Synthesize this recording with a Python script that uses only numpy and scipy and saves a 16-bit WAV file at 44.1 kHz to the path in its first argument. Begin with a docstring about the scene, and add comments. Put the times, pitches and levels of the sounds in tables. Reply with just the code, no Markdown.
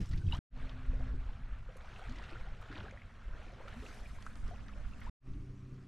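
"""A canoe is paddled along a river, heard in three parts with abrupt cuts to silence between them.
First comes a short splash of bubbles, spray and falling drops, while wind rumbles on the microphone.
From 0.5 s each stroke churns the water into wash and gulps; a faint drone, like a far motor, soon fades.
A low hollow rush joins at about 2.5 s, the sound widens, and near 4 s water hisses off the blade.
After the cut at 5.1 s the water is calmer and the drone is back."""
import sys
import numpy as np
from scipy import signal
from scipy.fft import rfft, irfft, next_fast_len
from scipy.io import wavfile
from scipy.ndimage import uniform_filter1d, map_coordinates

SR = 44100
rng = np.random.default_rng(int(sys.argv[2]) if len(sys.argv) > 2 else 0)


def dump_mix(stems):
    """Bounce the given channels to the path in sys.argv[1] as a 16-bit WAV at rate SR."""
    frames = np.atleast_2d(stems).T  # one column per channel
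    limited = np.clip(frames, -1, 1)  # hard clip at full scale
    pcm = np.round(limited * 32767).astype(np.int16)
    wavfile.write(sys.argv[1], SR, pcm)


N = 259070

# the three parts, numbered 0, 1 and 2: start_s, fade_in_end_s, cut_s
PARTS = [(0, .005, .391), (.5, .575, 5.098), (5.2, 5.275, 5.9)]
TOP_HZ = 14750  # upper edge of the treble


def amp(db):
    """Turn decibels into a gain."""
    return 10 ** (np.asarray(db) / 20)


def unit(x):
    """Scale a signal to an average (rms) level of 1."""
    return x / np.sqrt(np.mean(x ** 2) + 1e-20)


def curves(rows):
    """Join the rows of a timed table with straight lines: one curve for each column after the time."""
    times, *columns = np.transpose(rows)
    return [np.interp(np.arange(N) / SR, times, column) for column in columns]


def wobble(rate):
    """A smooth curve through `rate` random values a second."""
    return map_coordinates(rng.standard_normal(int(N * rate / SR) + 4), [np.arange(N) * rate / SR])


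def filtered(x, response):
    """Turn each frequency in x up or down by the gain response(hz)."""
    size = next_fast_len(N + SR // 2)
    return irfft(rfft(x, size) * response(np.fft.rfftfreq(size, 1 / SR)), size)[..., :N]


def part_index():
    """The number of the part that each sample belongs to."""
    return np.searchsorted([start for start, full, cut in PARTS], np.arange(N) / SR, side="right") - 1


def water_mix():
    """The balance of the water sounds at each sample."""
    # one row a part: steady_lapping_db, steady_spray_db, bright_bubbles_db, trickle_db
    balance = [(-71, -74.5, -5.5, -3.5), (-66, -81.5, -4.5, -14.5), (-74.5, -82, -17, -18)]
    return np.array(balance)[part_index()].T


def rush(spectrum, patchy_db):
    """Uneven noise shaped by (pitch_hz, level_db) points, as mid (both ears) and side (their contrast)."""
    cells = signal.stft(rng.standard_normal((2, N)), nperseg=512)[2]
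    patches = uniform_filter1d(rng.standard_normal(cells.shape[1:]), size=5, axis=0)
    patches = uniform_filter1d(patches, size=6, axis=1)
    noise = signal.istft(cells * amp(patchy_db * np.tanh(unit(patches))), nperseg=512)[1][:, :N]
    pitch_hz, level_db = np.transpose(spectrum)

    def response(hz):
        gain = amp(np.interp(np.log(hz + 1), np.log(pitch_hz + 1), level_db))
        return gain / (1 + (hz / pitch_hz[-1] / 2) ** 4)
    return unit(filtered(noise, response))


def ring(start_s, size, hz, ring_s, rise):
    """Bubbles ring, dying by 60 dB in ring_s; their pitch climbs as they near the surface."""
    t = np.arange(int(np.clip(.7 * ring_s.max(), .002, .2) * SR)) / SR
    age = t / ring_s[:, None]
    cycles = hz[:, None] * t * (1 + rise[:, None] * np.minimum(age, 1) / 2)
    envelope = np.exp(-np.log(1000) * age) * (1 - np.exp(-2 * cycles))
    waves = size[:, None] * np.sin(2 * np.pi * cycles) * envelope
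    at = (start_s * SR).astype(int)[:, None] + np.arange(len(t))
    direction = rng.standard_normal((len(start_s), 1))
    return np.array([np.bincount(at.ravel(), (waves * share).ravel(), N)[:N] for share in (1, direction)])


def swarm(count, centre_hz, octaves, life_cycles, scatter_db, rise):
    """A cloud of bubbles of random size, ringing at random times."""
    when, pitch, strength, life, climb = rng.random((count, 5)).T
    hz = centre_hz * 2 ** (octaves * np.arcsin(2 * pitch - 1))
    size = amp(scatter_db * np.minimum(-np.log(1 - strength), np.pi))
    return unit(ring(when * N / SR, size, hz, life_cycles * (.5 + life) / hz, 2 * rise * climb))


def surges():
    """Water swells at the blade and hull, then drains more slowly: gains for wash, gurgle and spray."""
    # one row a surge: crest_s, wash_db, drain_s, gurgle_db, spray_db
    swells = [(0.002, -59, 0.058, -72, -63.5), (0.134, -61.5, 0.036, -87, -80.5),
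              (0.339, -55.5, 0.047, -59.5, -67.5), (0.633, -61, 0.45, -68, -79),
              (1.034, -65, 0.17, -64, -88), (1.308, -64, 0.15, -72, -83), (2.073, -59, 0.53, -69, -75),
              (2.32, -59.5, 0.22, -67.5, -84), (2.626, -60.5, 0.045, -78, -78),
              (2.774, -57, 0.19, -67, -76.5), (3.462, -62, 0.31, -64, -80),
              (3.734, -59.5, 0.18, -70.5, -75.5), (3.905, -60.5, 0.19, -69.5, -68.5),
              (4.243, -65.5, 0.44, -85, -77), (4.497, -63, 0.1, -69, -74), (4.876, -71.5, 0.55, -84, -78),
              (5.049, -61.5, 0.12, -96, -76.5)]
    crest_s, wash_db, drain_s, gurgle_db, spray_db = np.transpose(swells)
    rise_share = 0.62  # time to swell over time to drain
    age = (np.arange(N) / SR - crest_s[:, None]) / drain_s[:, None]
    shape = np.exp(-np.where(age < 0, (age / rise_share) ** 2, age))
    return np.sqrt(amp([wash_db, gurgle_db, spray_db]) ** 2 @ shape ** 2)  # their powers add


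def churn(surge, gurgling):
    """The blade and the hull stir up a soft wash, low gurgles, bright bubbles and a fine trickle."""
    # tone colour of the soft wash: pitch_hz, level_db
    wash_colour = [(180, -37), (300, -4), (383, -2.5), (453, -2.5), (506, 1), (722, 1.5), (954, -2.5),
                   (1360, 3.5), (2800, -8), (3070, -9.5), (4280, -14.5), (5560, -41.5), (9420, -120)]
    lapping_db, _, bubbles_db, trickle_db = water_mix()
    part = part_index()
    stir = np.hypot(surge, amp(lapping_db))
    # in the long middle part, a harder stroke tears the air into finer bubbles
    finer_db = 0.94 * np.maximum(20 * np.log10(stir) + 63, 0) * (part == 1)
    wash = amp(2.5 * np.tanh(wobble(110))) * rush(wash_colour, patchy_db=4.5)
    bubbles = swarm(count=3200, centre_hz=1573, octaves=0.674, life_cycles=20, scatter_db=3, rise=0.74)
    trickle = swarm(count=3600, centre_hz=3180, octaves=.42, life_cycles=27, scatter_db=1.5, rise=0.36)
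    far_wash = (part == 2) * rush([(750, -20), (1100, 2), (1550, -7), (2700, -8), (5000, -30)], patchy_db=-1)
    gurgle = swarm(count=800, centre_hz=556, octaves=.6, life_cycles=19, scatter_db=3, rise=0.43)
    glugs = swarm(count=150, centre_hz=560, octaves=0.54, life_cycles=40, scatter_db=-0.5, rise=0.89)
    stirred = wash + amp(bubbles_db) * bubbles + amp(trickle_db + finer_db) * trickle + far_wash
    return stir * stirred + gurgling * (gurgle + amp(-3) * glugs)


def spray(surge):
    """The finest bubbles burst in a crackle over a smooth fizz, with sharper ticks of flying droplets."""
    # tone colour of the fizz: pitch_hz, level_db
    fizz_colour = [(2500, -15.5), (4000, -0.5), (5500, 3.5), (7000, -1.5), (9000, -6.5), (12000, -15.5),
                   (14500, -24)]
    _, steady_db, *_ = water_mix()
    level = np.hypot(surge, amp(steady_db)) * amp(0.48 * wobble(3.1))
    crackle = swarm(count=6000, centre_hz=6000, octaves=0.48, life_cycles=9.9, scatter_db=9.5, rise=.1)
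    ticks = swarm(count=130, centre_hz=4980, octaves=1, life_cycles=4.4, scatter_db=-0.5, rise=.1)
    fizz = rush(fizz_colour, patchy_db=4.5)
    return level * (amp(-8) * crackle + amp(-13) * ticks + amp(-0.5) * fizz)


def wind():
    """Slow swirls of air thump the microphone over a softer rumble; small gusts lift both."""
    # strength of the wind: time_s, thump_db, rumble_db
    strength = [(0, -30, -29), (.065, -48, -50.5), (.11, -39.5, -42), (.2, -39.5, -38.5), (.265, -29, -36),
                (.33, -36.5, -40), (.39, -37.5, -45), (.6, -38, -47.5), (.72, -42, -53), (.87, -35, -50),
                (1.11, -34.5, -49), (1.23, -38, -50), (1.7, -48.5, -55.5), (2.02, -47, -57.5),
                (2.25, -41, -54.5), (2.85, -50, -52), (3.15, -53.5, -58), (3.3, -42, -56.5),
                (3.5, -48.5, -56), (4.33, -45.5, -54.5), (4.43, -40, -51.5), (4.56, -46, -56.5),
                (4.92, -42.5, -52.5), (5.48, -46, -55), (5.87, -66, -58)]
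    # tone colour of the thumps: pitch_hz, level_db
    thump_colour = [(8, -1.5), (20, 1.5), (32, 0), (55, -3), (80, -17), (140, -47)]
    # tone colour of the rumble, one list a part: pitch_hz, level_db
    rumble_colours = [
        [(45, -27.5), (78, 4.5), (110, -1.5), (160, -6), (210, -17), (320, -22.5), (600, -43.5)],
        [(45, -14.5), (72, -2), (108, 0.5), (150, -11.5), (190, -11.5), (240, -17), (330, -27.5), (600, -33.5)],
        [(45, 1), (90, -1.5), (130, -11.5), (170, -6), (260, -6.5), (380, -16.5), (500, -22), (750, -35.5)],
    ]
    thump_db, rumble_db = curves(strength)
    part = part_index()
    rumble = sum((part == k) * rush(colour, patchy_db=-2.1) for k, colour in enumerate(rumble_colours))
    gusts = amp(1.9 * wobble(13))
    mid, side = gusts * (amp(thump_db) * rush(thump_colour, patchy_db=-3) + amp(rumble_db) * rumble)
    return np.array([mid, side - .45 * mid])  # the wind strikes the right side harder


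def drops():
    """Each drop hits the water with a short tick; the blade's slaps are lower and longer."""
    # drops and slaps: start_s, relative_level_db, pitch_hz, fade_s
    hits = [(0.03, -70, 3500, 0.03), (.058, -44, 4770, 0.01), (.09, -56, 5500, 0.04),
            (.096, -59, 11000, .02), (.113, -51, 3570, 0.069), (.134, -54, 4000, 0.027),
            (.158, -65, 10000, 0.04), (.176, -49.5, 3470, 0.049), (.271, -62, 4770, .035),
            (.331, -44, 800, .04), (.349, -49, 4150, 0.031), (.356, -66, 9000, 0.013),
            (.365, -61, 8460, 0.014), (.369, -53, 4800, 0.015), (.694, -46, 3060, 0.027),
            (1.007, -45, 1000, 0.021), (1.768, -56.5, 7200, 0.038), (1.94, -60, 4000, 0.018),
            (2.038, -47, 2900, .012), (2.044, -67, 5170, 0.012), (2.095, -50.5, 4070, 0.027),
            (2.123, -57, 5170, .016), (2.16, -53, 4200, 0.018), (2.185, -48, 3200, 0.03),
            (2.224, -51, 3800, .012), (2.239, -52, 4200, 0.016), (2.254, -54, 3300, .01),
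            (2.303, -52, 3080, 0.021), (2.311, -60, 6000, 0.01), (2.615, -62, 9000, 0.026),
            (2.727, -48, 3000, .018), (2.757, -50, 2400, .012), (2.763, -44, 800, 0.027),
            (2.773, -48, 3000, 0.014), (2.779, -39, 2400, 0.019), (2.787, -49, 2800, 0.0098),
            (2.779, -40, 760, 0.054), (2.803, -41, 1980, 0.015), (2.808, -49, 380, .045),
            (2.806, -42, 950, 0.034), (2.859, -42, 650, .02), (2.91, -55, 4270, 0.018),
            (3.682, -49, 3330, 0.027), (4.225, -48, 3680, 0.014), (4.264, -53, 5050, 0.04),
            (4.356, -53, 4960, .014), (4.479, -55, 4130, 0.026), (4.683, -48.5, 2940, 0.019),
            (5.003, -60, 8500, 0.018), (5.017, -42, 1110, 0.037), (5.335, -59.5, 2520, 0.059)]
    out = np.zeros((2, N + SR))
    t = np.arange(SR // 20) / SR
    for start_s, level_db, hz, fade_s in hits:
        band = signal.butter(3, [hz / 1.6, min(hz * 1.6, TOP_HZ)], "bandpass", fs=SR, output="sos")
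        noise = unit(signal.sosfilt(band, rng.standard_normal(len(t))))
        tick = amp(level_db - 6) * noise * np.exp(-np.log(1000) * t / fade_s)
        at = round(start_s * SR)
        out[:, at:at + len(t)] += np.outer([1, rng.standard_normal()], tick)  # from a random direction
    return out[:, :N]


def plops(fragments=4, fragment_db=-9.5, spread_octaves=0.349):
    """Large pockets of air close behind the blade and ring; each sheds fragments that roughen its tone."""
    # the largest bubbles: start_s, level_db, pitch_hz, ring_s, climb_per_s (as a share of the pitch)
    pockets = [(0.135, -49, 1880, 0.045, 13.5), (0.216, -57, 1530, 0.077, -1),
               (0.267, -54.5, 3130, 0.038, 9), (.286, -50, 2600, 0.031, -2), (.323, -34.5, 2840, 0.045, 6),
               (.33, -39.5, 902, 0.078, 7), (.346, -43.5, 2960, 0.048, 7), (0.349, -45, 1115, 0.095, 11.5),
               (.933, -41.5, 474, 0.045, 9), (1.006, -42.5, 686, 0.035, 6), (1.141, -48.5, 325, 0.084, 5),
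               (1.291, -48, 826, 0.036, 10), (1.688, -47.5, 480, 0.09, 7.5), (1.757, -46.5, 497, 0.045, 6),
               (1.882, -46, 1450, 0.038, 7), (1.96, -48, 2560, 0.028, 13), (2.016, -48.5, 704, 0.12, 10.5),
               (2.053, -50, 1900, 0.025, 5), (2.085, -42, 1700, 0.012, 13), (2.089, -43.5, 225, 0.22, 4),
               (2.157, -49, 1970, 0.033, 6), (2.189, -48.5, 1940, 0.027, 13), (2.219, -49, 1230, 0.033, 12),
               (2.227, -47, 1640, 0.037, 30), (2.238, -51, 2580, .03, 21), (2.293, -48, 1890, 0.017, 20),
               (2.323, -46.5, 318, 0.11, 4), (2.332, -44, 2520, 0.013, 14), (2.352, -45, 1360, .06, 2.5),
               (2.409, -54, 2120, 0.03, 10), (2.47, -52, 744, 0.098, 6), (2.701, -39.5, 286, 0.066, -0.5),
               (2.713, -44, 1330, 0.02, 7), (2.727, -34, 1360, 0.0081, 19), (2.753, -50, 2320, 0.017, 12),
               (2.753, -45.5, 286, 0.15, 3), (2.829, -50, 2800, 0.014, 3), (2.84, -46.5, 398, 0.087, 6.5),
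               (2.86, -46, 1600, 0.02, 9), (2.865, -50, 743, 0.068, 6), (2.882, -48.5, 1576, .04, 6),
               (2.91, -48.5, 2060, .028, 8), (2.924, -49, 513, 0.1, 5), (2.974, -44.5, 1910, .018, 6),
               (3.018, -46.5, 2090, 0.022, 14), (3.335, -48, 1420, .02, 8), (3.525, -49.5, 660, 0.042, 7),
               (3.602, -46, 488, 0.075, 17), (3.64, -52, 980, .045, 11), (3.609, -46, 845, .03, 30),
               (3.652, -47.5, 494, 0.11, 13), (3.678, -43, 1324, 0.04, 6), (3.682, -44.5, 2300, 0.013, 8),
               (3.727, -41, 1700, 0.012, 12), (3.763, -45.5, 223, 0.29, 4), (3.822, -47, 433, 0.16, -1.5),
               (3.863, -43, 2580, 0.015, 16), (4.055, -54, 643, 0.047, 6), (4.058, -46.5, 2300, .02, 12),
               (4.186, -53, 980, 0.048, 12), (4.265, -32, 1280, 0.016, 10), (4.511, -43.5, 660, 0.089, 6),
               (4.524, -51.5, 343, 0.07, 24), (4.684, -43.5, 1710, 0.014, 13), (4.69, -48, 1240, .05, 7),
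               (4.735, -53, 2600, 0.02, 5), (4.76, -50, 566, 0.085, 2.5), (4.792, -52, 550, 0.072, 6),
               (4.868, -59, 2670, 0.028, -1), (4.935, -53, 2700, 0.024, 0), (5.015, -49, 2080, 0.032, 8),
               (5.055, -48.5, 1670, 0.024, 10), (5.066, -46.5, 855, 0.08, 14.5)]
    start_s, level_db, hz, ring_s, climb_per_s = np.transpose(pockets)
    rise = climb_per_s * ring_s
    out = ring(start_s, amp(level_db), hz, ring_s, rise)
    for delay, pitch in rng.random((len(start_s), fragments, 2)).transpose(1, 2, 0):
        shed_s = start_s + 0.49 * ring_s * delay
        shed_hz = hz * 2 ** (spread_octaves * (2 * pitch - .5))
        out += ring(shed_s, amp(level_db + fragment_db), shed_hz, ring_s / 2, rise / 2)
    return out


def drone(tones, waver_db, drift, rough):
    """Engine tones waver, flutter and blur, each in its own way, on their long path over the water."""
    out = np.zeros(N)
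    for hz, level_db in tones:
        level = np.sqrt(2) * amp(level_db + waver_db * wobble(20))
        flutter = 1 + rough * wobble(70)
        drifting_s = np.cumsum(1 + drift * wobble(12)) / SR
        out += level * flutter * np.sin(2 * np.pi * (hz * drifting_s + rng.random()))
    return out


def motor():
    """The far motor fades early in the middle part; it is back in the last, where some tones swell."""
    # the motor's tones in the middle part: pitch_hz, relative_level_db
    early_tones = [(128.6, -59.5), (257.2, -60.5)]
    # its tones in the last part: pitch_hz, level_db, swell_db
    late_tones = [(95.3, -59, 5), (127.9, -54.5, 3), (190, -65.5, 2), (256.3, -68.5, -0.5),
                  (287.3, -65.5, 5), (385, -70.5, -0.5)]
    fade_start_s, fade_db_per_s = 1.143, 48
    swell_start_s, swell_length_s, swell_edge_s = 5.32, .26, 0.069
    part, t = part_index(), np.arange(N) / SR
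    early_gain = amp(2 - fade_db_per_s * np.maximum(t - fade_start_s, 0))
    early = (part == 1) * early_gain * drone(early_tones, waver_db=2.5, drift=0.0067, rough=.08)
    age = t - swell_start_s
    swell = np.clip(np.minimum(age, swell_length_s - age) / swell_edge_s + .5, 0, 1)
    swelling_tones = [(hz, level_db + swell_db * swell) for hz, level_db, swell_db in late_tones]
    return early + (part == 2) * drone(swelling_tones, waver_db=3, drift=0.0139, rough=.28)


def hollow_rush():
    """A low, hollow band of noise that grows through the second half of the middle part."""
    # strength of the rush: time_s, level_db
    strength = [(2.4, -90), (2.8, -61.5), (3.1, -68), (4.2, -63.5), (4.85, -58.5), (5.1, -60), (5.2, -92.5)]
    colour = [(150, -19), (205, 5.5), (260, -3.5), (310, -12.5), (450, -28.5)]  # pitch_hz, level_db
    return amp(curves(strength)[0]) * rush(colour, patchy_db=-2.5)


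def swish():
    """A sheet of water slides off the blade: its hiss sinks as it thins and breaks into crackling beads."""
    full_s, attack_s, hold_s, release_s = 3.845, 0.16, 0.55, 0.14
    start_hz, sink_hz_per_s = 9070, 2300
    age = np.arange(N) / SR - full_s
    envelope = np.interp(age, [-attack_s, 0, hold_s, hold_s + release_s], [0, 1, 1, 0])
    hz, t, cells = signal.stft(rng.standard_normal((2, N)), SR, nperseg=256)
    centre_hz = start_hz - sink_hz_per_s * np.clip(t - full_s, 0, 1)
    octaves_away = np.log2((hz[:, None] + 1) / centre_hz)
    hiss = signal.istft(cells / (1 + (octaves_away / 0.45) ** 4), SR, nperseg=256)[1][:, :N]
    beads = amp(3.2 * wobble(450))
    level_db = -79 - 0.5 * np.maximum(age, 0) + 1.9 * wobble(45)  # sags a little and flutters
    return envelope * amp(level_db) * unit(beads * hiss)


def scene():
    """Water close by, wind on the microphone, the motor far off; the spray is always a little wide."""
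    # stereo width, opening through the middle part: time_s, side_gain_db
    opening = [(2.4, -62), (3.1, -22.5), (3.9, -16.5), (4.6, -11.5), (5.1, -11.5), (5.2, -44.5)]
    width = amp(curves(opening)[0])
    washing, gurgling, spraying = surges()
    water = churn(washing, gurgling) + plops() * amp([[0], [-4]]) + drops()  # less side sounds narrower
    rumble = (wind() + hollow_rush()) * amp([[0], [-2]])
    mid, side = water + rumble
    spray_mid, spray_side = spray(spraying) + swish()
    mid = mid + spray_mid + motor()
    side = width * side + (amp(-25.5) + 2 * width) * spray_side
    return np.array([mid + side, mid - side])  # left, right


def record(dry):
    """Each part fades in quickly and is cut off hard; the very highest treble is removed."""
    t = np.arange(N) / SR
    gate = np.zeros(N)
    for start_s, full_s, cut_s in PARTS:
        fade_in = np.clip((t - start_s) / (full_s - start_s), 0, 1) ** 2
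        gate += fade_in * np.clip((cut_s - t) / .002, 0, 1)
    return filtered(dry * gate, lambda hz: 1 / (1 + (hz / TOP_HZ) ** 80))


dry = scene()
out = record(dry)
dump_mix(out)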